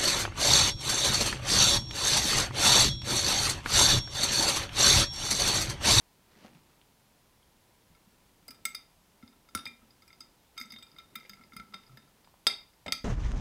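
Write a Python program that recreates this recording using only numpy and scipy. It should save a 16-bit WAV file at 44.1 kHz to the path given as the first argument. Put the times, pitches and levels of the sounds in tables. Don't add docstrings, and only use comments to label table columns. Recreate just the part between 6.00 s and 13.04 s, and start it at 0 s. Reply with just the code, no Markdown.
import sys
import numpy as np
from scipy import signal
from scipy.fft import rfft, irfft
from scipy.io import wavfile

SR = 44100
rng = np.random.default_rng(int(sys.argv[2]) if len(sys.argv) > 2 else 0)


def field_ratio(decibels):
    return 10 ** (np.asarray(decibels, dtype=float) / 20)


def transcribe(signal):
    frames = np.atleast_2d(signal).T
    limited = np.clip(frames, -1, 1)
    pcm = np.round(limited * 32767).astype(np.int16)
    wavfile.write(sys.argv[1], SR, pcm)


N = 310596

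# (frequency [Hz], level [dB], t60 [s])
WALL_MODES = [
    [(1305, -2, .11), (1337, 0, .11), (1330, 0, .035)],
    [(2105, 0, .07), (2140, -2, .06), (2172, -4, .08), (2130, 0, .025), (1760, -15, .018), (2700, -9, .018)],
    [(3668, 0, .115), (3696, -2, .1), (3300, -5, .025), (3650, 0, .03)],
    [(4655, -8, .09), (4712, -6, .1), (4805, -3, .11), (4890, -5, .09), (4965, -1, .11), (5022, 0, .08),
     (4850, 2, .022)],
]
WALL_GRIP = [0.81, 0.66, 0.63, 0.53]
WALL_BEAM_DB = [8.26, 11.96, 12.75, 14]


def at_hz(points, hz):
    table_hz, values = np.array(points).T
    return np.interp(np.log(np.maximum(hz, 1)), np.log(table_hz), values)


def band(x, low_hz, high_hz):
    return signal.sosfilt(signal.butter(2, [low_hz, high_hz], "band", fs=SR, output="sos"), x)


def rms_one(x):
    return x / np.sqrt(np.mean(x ** 2))


def clicks(seconds, gains):
    out = np.full(N, 1e-18)
    places = np.minimum((np.asarray(seconds) * SR).astype(int), N - 1)
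    np.add.at(out, places, gains)
    return out


def pings(rows, rise_s):
    out, t = np.zeros(N + SR), np.arange(SR // 2) / SR
    for s, level_db, hz, t60 in rows:
        shape = (1 - np.exp(-t / rise_s)) * field_ratio(level_db - 60 * t / max(t60, .002))
        start = int(s * SR)
        out[start:start + len(t)] += shape * np.sin(2 * np.pi * hz * t)
    return out[:N]


def ring(hits, hz, r):
    w = 2 * np.pi * hz / SR
    return signal.lfilter([0, np.sin(w)], [1, -2 * r * np.cos(w), r * r], hits)


def strike(seconds, rings_db, families, grip, spread_db, lift_db, swells=False):
    swell_s, swell_share = 0.0013, 0.5
    out = np.zeros(N)
    luck = rng.standard_normal((len(seconds), 64))
    for k, family in enumerate(families):
        share = np.sqrt(np.sum(field_ratio(np.array(family)[:, 1]) ** 2))
        for m, (hz, level_db, t60) in enumerate(family):
            luck_db = spread_db * luck[:, 8 * k + m]
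            strength = field_ratio(rings_db[:, k] + level_db + lift_db[k] + luck_db) / share
            hits = clicks(seconds + .0005, strength * np.sign(luck[:, 32 + 8 * k + m]))
            r = field_ratio(-60 / (t60 * grip[k] * SR))
            out += ring(hits, hz, r)
            if swells:
                out -= swell_share * ring(hits, hz, r * np.exp(-1 / (swell_s * SR)))
    return out


def family_db(touches):
    rows = np.array(touches)
    patterns = np.array([[1, 1, 1, 1],
                         [-1.5, -.5, .5, 1.5],
                         [1, -1, 1, -1],
                         [1, -1, -1, 1]])
    return rows[:, 0], rows[:, 1:] @ patterns[:rows.shape[1] - 1]


def crack(touches, low_hz, high_hz, t60, lift_db, rise_s=0.0017):
    rows = np.array(touches)
    hits = clicks(rows[:, 0] + 0.00057, field_ratio(rows[:, 1] + lift_db))
    burst = signal.lfilter([1], [1, -field_ratio(-60 / (t60 * SR))], hits)
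    rise = np.exp(-1 / (rise_s * SR))
    burst = signal.lfilter([1 - rise], [1, -rise], burst)
    return band(burst * rng.standard_normal(N), low_hz, high_hz)


def dry_grains(per_s, spread_db):
    sizes = field_ratio(spread_db * rng.exponential(1, N).clip(0, 4))
    return (rng.random(N) < per_s / SR) * rng.standard_normal(N) * sizes


def hiss():
    # (frequency [Hz], level [dB])
    floor = [(15, -27), (25, 1.5), (48, -1.5), (223, -5.5), (309, -11), (734, -11.5), (988, -9),
             (1100, -14.5), (1560, -17), (4870, -19), (6920, -21.5), (12200, -22), (14800, -24),
             (16000, -20)]
    hz = np.fft.rfftfreq(N, 1 / SR)
    spectrum = rfft(rng.standard_normal(N)) * field_ratio(at_hz(floor, hz))
    return field_ratio(-65) * rms_one(irfft(spectrum, N))


def cloth():
    # (time [s], level [dB])
    effort = [(0.0, -81), (0.15, -75.5), (0.44, -62), (0.78, -73.5), (1.0, -78.5), (2.45, -72.5),
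              (2.67, -66.5), (2.9, -80.5), (3.69, -70.5), (3.85, -73), (4.43, -74.5), (4.61, -71.5),
              (5.4, -68), (5.61, -71), (6.05, -70.5), (6.4, -79.5), (7.04, -103)]
    rustle_db, follows = -78, 0.49
    effort_db = np.interp(np.arange(N) / SR, *np.transpose(effort))
    lumps = field_ratio(2.0 * rms_one(band(rng.standard_normal(N), 5.6, 37.0)))
    low = rms_one(band(rng.standard_normal(N), 116, 389) * lumps)
    rustle = rms_one(signal.lfilter([1], [1, -.6], band(dry_grains(1500, 2.0), 400, 3930)))
    return field_ratio(effort_db) * low + field_ratio(rustle_db + follows * (effort_db - effort_db.mean())) * rustle


def sweep():
    # (pinch time [s], level [dB], lead-in [s])
    pinches = [
        (0.33, -73, 0.075),
        (0.465, -59, 0.18),
        (0.55, -66.5, 0.0078),
        (0.73, -73, 0.13),
    ]
    swell_db, fade_db_per_s = 20, 252
    scratch = rms_one(signal.lfilter([1], [1, -.7], band(dry_grains(2000, 1.9), 410, 5800)))
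    t = np.arange(N) / SR
    strokes = np.zeros(N)
    for s, db, lead_s in pinches:
        strokes += field_ratio(db + np.minimum(swell_db * (t - s) / lead_s, fade_db_per_s * (s - t)))
    return strokes * scratch


def table():
    # (time [s], peak [dB], frequency [Hz])
    tick_rows = [
        (0.2994, -62, 2100),
        (0.4703, -47, 3080),
        (0.4864, -60, 2090),
        (0.5492, -53, 3300),
        (0.815, -44, 3060),
        (6.075, -72, 800),
        (6.244, -60, 964),
        (6.274, -48.5, 960),
        (6.341, -51, 899),
    ]
    # (time [s], peak [dB], frequency [Hz], t60 [s])
    thud_rows = [(0.445, -43, 217, 0.053), (0.553, -49.5, 166, 0.092), (1.898, -63, 164, 0.22),
                 (2.073, -50.5, 194, 0.05), (2.494, -48, 250, 0.051), (2.652, -54, 240, 0.078),
                 (3.232, -41, 233, 0.054), (3.553, -33.5, 208, 0.046), (3.67, -51, 242, 0.13),
                 (3.828, -58, 222, 0.11), (4.205, -61, 246, 0.074), (4.608, -51.5, 244.4, 0.19),
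                 (4.651, -50.5, 211, 0.1), (4.731, -50.5, 222, 0.15), (5.163, -50, 220, 0.1),
                 (5.298, -56.5, 201, 0.29), (5.399, -58, 244, 0.15), (5.534, -50.5, 231, 0.075),
                 (5.562, -39.5, 200, 0.042), (5.597, -45.5, 199, 0.069), (5.745, -50.5, 195, 0.11),
                 (5.83, -78, 173, 0.12), (5.898, -57.5, 133, 0.29), (5.93, -52, 133.8, 0.13),
                 (5.63, -53, 205, 0.073), (5.7, -58, 205, 0.17), (5.975, -54.5, 218, 0.094),
                 (6.468, -51.5, 218, 0.17), (6.863, -47.5, 179, 0.34), (6.884, -36, 254, 0.049),
                 (6.924, -61, 129, 0.072)]
    # (time [s], peak [dB], frequency [Hz])
    bump_rows = [
        (1.901, -63, 71),
        (3.234, -57, 89),
        (3.552, -45, 91),
        (3.657, -58.5, 87),
        (5.581, -60.5, 59.2),
        (5.599, -68, 59.2),
        (6.863, -48.5, 81),
        (6.919, -54.5, 67.3),
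        (6.999, -61, 37.7),
    ]
    ticks = pings([(s, db + 6, hz, 7. / hz) for s, db, hz in tick_rows], rise_s=.0002)
    thuds = field_ratio(5.0) * pings(thud_rows, rise_s=0.0034)
    bumps = pings([(s, db + 13.0, hz, 6.7 / hz) for s, db, hz in bump_rows], rise_s=0.01)
    return thuds + ticks, bumps


def room(x):
    # (frequency [Hz], t60 [s])
    decay = [(150, 0.45), (1000, 0.34), (4000, 0.29), (8000, 0.2), (16000, 0.21)]
    early_share, far_wall_s = 0.77, 0.024
    t, tail = np.arange(SR // 2) / SR, 0
    edges = 80 * 2 ** np.arange(0, 8, .5)
    for low_hz, high_hz in zip(edges, edges[1:]):
        fade = field_ratio(-60 * t / at_hz(decay, np.sqrt(low_hz * high_hz)))
        tail = tail + fade * band(rng.standard_normal(len(t)), low_hz, high_hz)
    first_wall = np.clip((t - .004) / 0.0016, 0, 1)
    far_walls = np.clip((t - far_wall_s) / 0.007, 0, 1)
    tail = tail * first_wall * (early_share + (1 - early_share) * far_walls)
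    return field_ratio(-12) * signal.fftconvolve(x, tail / np.sqrt(np.sum(tail ** 2)))[:N]


def stray_rings():
    # (time [s], peak [dB], frequency [Hz], t60 [s])
    strays = [(0.353, -53, 2000, .01), (0.437, -52, 2870, 0.011), (0.5495, -47, 2520, .005),
              (5.742, -50, 3675, .2), (5.974, -58, 3675, 0.16), (2.6525, -34, 7930, .05),
              (2.748, -42, 4980, .1), (2.652, -42, 600, 0.01), (2.66, -44, 2135, 0.2),
              (2.653, -44, 2370, .09), (2.749, -42, 1365, 0.017), (3.55, -26.5, 1349, 0.076),
              (3.6545, -36, 4916, .025), (3.665, -28.5, 2160, 0.017), (3.818, -62, 1300, 0.091),
              (4.76, -58, 1700, .015), (5.1535, -38, 2160, 0.017), (5.296, -47, 1700, 0.022),
              (5.25, -54, 513, 0.034), (5.597, -43, 1352, 0.047), (5.972, -43, 1750, 0.016),
              (6.4708, -10.5, 4910, 0.029), (6.4745, -25.5, 3671, 0.1), (6.49, -35.5, 3714, 0.29),
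              (6.488, -41, 2367, 0.16), (6.50, -34.5, 2110, 0.16), (6.926, -22, 2110, 0.015)]
    return pings(strays, rise_s=0.00038)


def knocks():
    # (time [s], peak [dB], frequency [Hz])
    knock_rows = [(0.446, -43.5, 627), (2.481, -50, 627), (3.549, -38.5, 308), (3.55, -53, 556),
                  (3.654, -45.5, 955), (5.596, -54, 890), (5.741, -44, 1090), (5.972, -53, 629),
                  (6.467, -27, 740), (6.86, -31, 630), (6.879, -31, 660), (6.922, -47, 710)]
    hollow = pings([(s + .0015, db + 2.5, hz, 9. / hz) for s, db, hz in knock_rows], rise_s=.0004)
    return hollow + crack(knock_rows, 370, 980, 0.05, lift_db=6)


def chinks():
    # (time [s], peak [dB], frequency [Hz], t60 [s])
    chink_rows = [
        (1.429, -48, 3180, 0.017),
        (2.5058, -39, 5540, .025),
        (3.55, -16, 5580, 0.012),
        (4.021, -52, 5600, .015),
        (4.078, -43, 5500, .015),
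        (4.6554, -48, 5630, 0.022),
        (5.2951, -45, 6530, 0.048),
        (6.7344, -59, 5360, 0.015),
    ]
    return pings([(s, db - 7.5, hz, t60) for s, db, hz, t60 in chink_rows], rise_s=0.00047)


def wall_taps():
    # (time [s], strength [dB], hardness [dB per family],
    # place [dB, + belly, - shoulder], outer families [dB])
    swing = [(1.949, -73, -5.5, -3, -0.5), (2.4805, -65.5, -2.5, -5.5, 7.5), (2.4845, -68, 1, -11, 4.5),
             (2.5054, -64, 1, -2, 6), (2.517, -73.5, -7.5, -2.5, 8), (2.5444, -71, -1, 3, 2),
             (2.6524, -41, -4, -5, 0), (2.7468, -47, 3.5, 0, 0.5), (3.2258, -67.5, -5.5, -1.5, 1),
             (3.277, -69, 0.5, -1, -0.5), (3.3262, -75, -3, 2.5, 0), (3.4877, -69, -0.5, 0.5, 2),
             (3.5492, -45, -2.5, -0.5, 0.5), (3.5724, -59, 4, 5, 2.5), (3.5894, -58, 4.5, 7.5, 4),
             (3.6545, -53.5, 4.5, 2, 2.5), (3.6658, -56.5, -1.5, 5, -6), (3.9053, -75, 3, -1, 3.5),
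             (4.021, -66, -3.5, -1.5, 2), (4.0779, -72, -3.5, -6, 7.5), (4.1038, -71, -6.5, -2, 0),
             (4.1288, -67, -0.5, -2, -0.0), (4.2056, -55, 0.0, -1.5, 2.5)]
    settle = [(4.567, -68.5, -4.5, -3, 4), (4.577, -46.5, 1.0, 1.5, -2), (4.5984, -58, -4, -7.5, 5),
              (4.6125, -51, 1, -2.5, -2), (4.6561, -71, -3, -1.5, 7.5), (4.704, -59.5, 2, -2.5, 2.0),
              (4.7204, -59.5, 5.5, -4.5, -5.5), (4.7374, -59.5, 0, 0, -4), (4.7614, -68, 3, 3, -14),
              (4.785, -64, 5, 4.5, 1.5), (4.8244, -60, 4.5, 4.0, -1), (4.8664, -68.5, 0, -0.5, 3),
              (4.916, -72, 1, 2, 6), (4.9626, -68, -2.5, -2.5, 1), (4.9847, -57, 0.5, 4, 0),
              (4.997, -65.5, -8, -2, -0.5), (5.0406, -77, -4.5, -1, 0), (5.156, -49.5, -4, -1, -1.5),
              (5.2044, -72, -3, -7, -5), (5.2507, -66.5, -5, -5.5, -2.5), (5.2951, -57.5, 2, 1.5, 2),
              (5.333, -61.5, -3, -4.5, -1), (5.372, -86, -10, 0, 9), (5.393, -82, -15, -5, 1.5),
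              (5.411, -75.5, -14.5, -3.5, -3), (5.436, -72, -0.5, -8, -1)]
    clamp = [(5.521, -71, -10.5, -3, 1.5), (5.5334, -64.5, -3.5, -3, 1.5), (5.565, -51.5, -3.5, -3.5, 3.0),
             (5.5974, -60.5, -11, 2, -0.5), (5.6845, -84, -1.0, 1, 4), (5.723, -74, -7, 1.5, 6),
             (5.7365, -63, 0.5, 4, 5), (5.7406, -51, 0.5, 1.5, -1), (5.8344, -76, -1, -3, 1),
             (5.865, -74.5, -0.5, -6, 3.5), (5.8952, -88, -14, -2, 3), (5.921, -80, -9, 0, 4.0),
             (5.9724, -62, -1.5, -0.5, 0.5), (6.0753, -78, 1, 5, 4), (6.244, -76.5, 1, -1, 2.0),
             (6.4684, -40, -3, -1, 0), (6.4712, -52, 12, 8, -4), (6.7344, -86, -2.5, -9, 2),
             (6.8619, -57, -6, -4, -2.5), (6.88, -46, -3.5, -0.5, -3), (6.9223, -55, 5, -1, 3),
             (6.9264, -60, -9, 6, -1)]
    crack_db, crack_growth = 17, 0.21
    taps, wall_db = family_db(swing + settle + clamp)
    rings = strike(taps, wall_db, WALL_MODES, WALL_GRIP, spread_db=1.34, lift_db=WALL_BEAM_DB, swells=True)
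    loudest_db = wall_db.max(axis=1)
    contact_db = loudest_db + crack_db + crack_growth * (loudest_db + 42.5)
    return rings, crack(np.c_[taps, contact_db], 1340, 4600, 0.013, lift_db=-7.0)


def lid_tinks():
    # (time [s], strength [dB], hardness [dB per family], place [dB], outer families [dB])
    tinks = [(2.4801, -47.5, 3.5, 0, 0), (2.5066, -54.0, 9, 2, -6), (2.5445, -67, -0.5, -3.5, -3.0),
             (2.6523, -29, -2.5, -3, 1), (2.7475, -40, 1, 3, -1), (3.4874, -65.0, -2, 6, -2),
             (3.5497, -40, 9.5, 9, -1), (3.573, -50, -1, 3, -3), (3.654, -49, 0.5, 1, -2),
             (3.6729, -53.5, 2, 6, 0), (4.0206, -68, 3.0, 2.5, -1.5), (4.078, -63.5, 5, 1.5, -1),
             (4.129, -71.0, -2.0, -0.5, -1.0), (4.2047, -53.5, -2, 4, -1), (4.5779, -47.5, -4, -2, 1.5),
             (4.5993, -54.0, 5, -0.5, 6), (4.6116, -51, -3, -2.5, 4), (4.622, -57, -1.5, -1, 6),
             (4.6557, -62, -2.5, 0, -2.5), (4.7006, -62, 0.5, 1.0, 1.5), (4.7211, -52.5, -0.5, -0.5, 5.5),
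             (4.738, -70.5, 6, 2.5, 4.5), (4.7844, -60.5, 1.5, -1, -2), (4.8268, -59.5, 1.5, -6, -2),
             (4.985, -63, 2.0, 2, 6.5), (5.1546, -46.5, 6.5, 3.0, 3), (5.2938, -51.5, 0, -3, 4),
             (5.333, -64, 4, 3, 2), (5.5332, -64.0, 0.5, 2.0, 5), (5.5646, -48, 3.5, 1, -0.5),
             (5.7407, -55, 0, 3, -1.0), (5.9722, -66, 2.5, -0.5, 5), (6.4677, -27.5, 0, 2, -2),
             (6.8622, -62, -9, -6, -3), (6.8806, -62, -4.0, -2, -3.0), (6.9221, -31.5, 1, 3.5, 2)]
    # (frequency [Hz], level [dB], t60 [s])
    lid_modes = [
        [(5560, -5, .04), (5800, -8, .04), (6180, -3, .06), (6225, -2, .07), (6460, -5, .08), (6543, -3, .08)],
        [(7866, 0, .06), (7945, -5, .07), (8231, -5, .06), (8425, -9, .06), (8000, -2, .02)],
        [(9100, -8, .04), (9421, -5, .05), (9598, 2, .06), (9990, -6, .04), (10250, -8, .025),
         (10600, -8, .025)],
        [(11230, -4, .03), (11640, -4, .03), (12020, -1, .04), (12780, -4, .03), (13400, -5, .025),
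         (14290, -3, .03), (15050, -2, .035), (15350, -5, .025)],
    ]
    seconds, lid_db = family_db(tinks)
    grip = [0.92, 0.8, 0.64, 0.57]
    rings = strike(seconds, lid_db, lid_modes, grip, spread_db=4.0, lift_db=[-6.0, -3.5, -6.0, 0.0])
    contacts = np.c_[seconds, lid_db.max(axis=1) + 5]
    return rings + crack(contacts, 3460, 21000, 0.036, lift_db=-12.0)


def bail():
    # (time [s], ring level [dB])
    bail_hits = [(2.505, -59), (2.746, -52), (3.665, -38.5), (4.078, -61), (4.574, -50), (4.8244, -53),
                 (4.9822, -55.5), (5.156, -50), (5.2513, -56), (5.5638, -55), (5.7414, -62), (6.4675, -39),
                 (6.86, -46), (6.9224, -38)]
    # (frequency [Hz], level [dB], t60 [s])
    bail_modes = [
        [(2391, 0, .17)],
    ]
    hits = np.array(bail_hits)
    return strike(hits[:, 0], hits[:, 1:], bail_modes, [1], spread_db=1.5, lift_db=[-2.5])


def scuffs():
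    # (time [s], level [dB])
    scuff_rows = [(2.5058, -43), (2.5444, -50), (3.573, -34), (3.59, -38), (4.612, -45), (4.738, -50),
                  (4.785, -56), (4.822, -44), (4.83, -58), (4.998, -47), (5.247, -49), (5.257, -50),
                  (5.2951, -40.5), (5.7375, -41), (5.742, -44), (5.8344, -51), (5.925, -63), (5.94, -57),
                  (5.9724, -50), (6.244, -54), (6.274, -54), (6.8619, -32)]
    return crack(scuff_rows, 1300, 3900, 0.022, lift_db=2.0, rise_s=0.0018)


def slaps():
    # (time [s], level [dB])
    slap_rows = [
        (3.5492, -17),
        (6.4681, -6.5),
        (6.8619, -24),
        (6.88, -20),
        (6.9223, -13.5),
    ]
    return crack(slap_rows, 1430, 4600, 0.0059, lift_db=-5.0, rise_s=0.00019)


def chatter():
    # (start [s], end [s], strength [dB])
    spells = [
        (4.58, 4.755, -73),
        (5.167, 5.282, -75),
        (6.868, 6.916, -82),
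        (4.804, 5.12, -87),
        (5.3, 5.45, -88),
        (5.764, 6.04, -85),
    ]
    touches_per_s = 70
    rows = []
    for start, end, strength_db in spells:
        span = end - start
        for moment, size, hardness, place in rng.random((int(span * touches_per_s), 4)):
            touch_db = strength_db + 12 * (size - .5)
            rows.append((start + span * moment, touch_db, 8 * (hardness - .8), 8 * (place - .6)))
    return strike(*family_db(rows), WALL_MODES, WALL_GRIP, spread_db=3.5, lift_db=WALL_BEAM_DB)


def clasp():
    # (frequency [Hz], t60 [s], first snap [dB], second snap [dB])
    clasp_modes = [(659, 0.026, -32.5, -40), (1060, 0.0084, -35.5, -34), (1347, 0.041, -20, -32),
                   (1750, 0.0032, -50, -46), (2110, 0.023, -22, -43), (2720, .007, -11, -30),
                   (3350, .008, -7, -17), (4640, .014, -15, -15), (4960, .014, -22, -25),
                   (3671, 0.053, -34, -27), (4530, .3, -37, -54), (4830, 0.39, -44, -45),
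                   (4900, 0.33, -41, -42), (5000, .28, -44, -46)]
    snap_times = [
        6.4681,
        6.9226,
    ]
    rows = [(s, row[2 + k], row[0], row[1]) for k, s in enumerate(snap_times) for row in clasp_modes]
    return pings(rows, rise_s=.0002)


def scene():
    wood, bumps = table()
    wall_rings, wall_cracks = wall_taps()
    glass = wall_rings + lid_tinks() + chinks() + knocks() + stray_rings() + scuffs()
    snap = wall_cracks + slaps() + bail()
    closing = clasp()
    echoes = room(glass + wood + field_ratio(-4.0) * snap + field_ratio(-2) * closing)
    handling = cloth() + sweep() + chatter()
    return (hiss() + handling + wood + bumps + glass + snap + closing + echoes)[None]


def top_cut(x):
    return signal.sosfilt(signal.butter(12, 16760, fs=SR, output="sos"), x)


def record(dry):
    overload, cutoff_hz = .335, 16300
    shaved = dry - dry / (1 + (np.abs(dry) / overload) ** 4) ** .25
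    high_pass = signal.butter(2, 250, "high", fs=SR, output="sos")
    held = dry - signal.sosfilt(high_pass, shaved)
    low_pass = signal.cheby2(10, 60, cutoff_hz + 600, fs=SR, output="sos")
    return top_cut(signal.sosfilt(low_pass, held))


dry = scene()
out = record(dry)
transcribe(out)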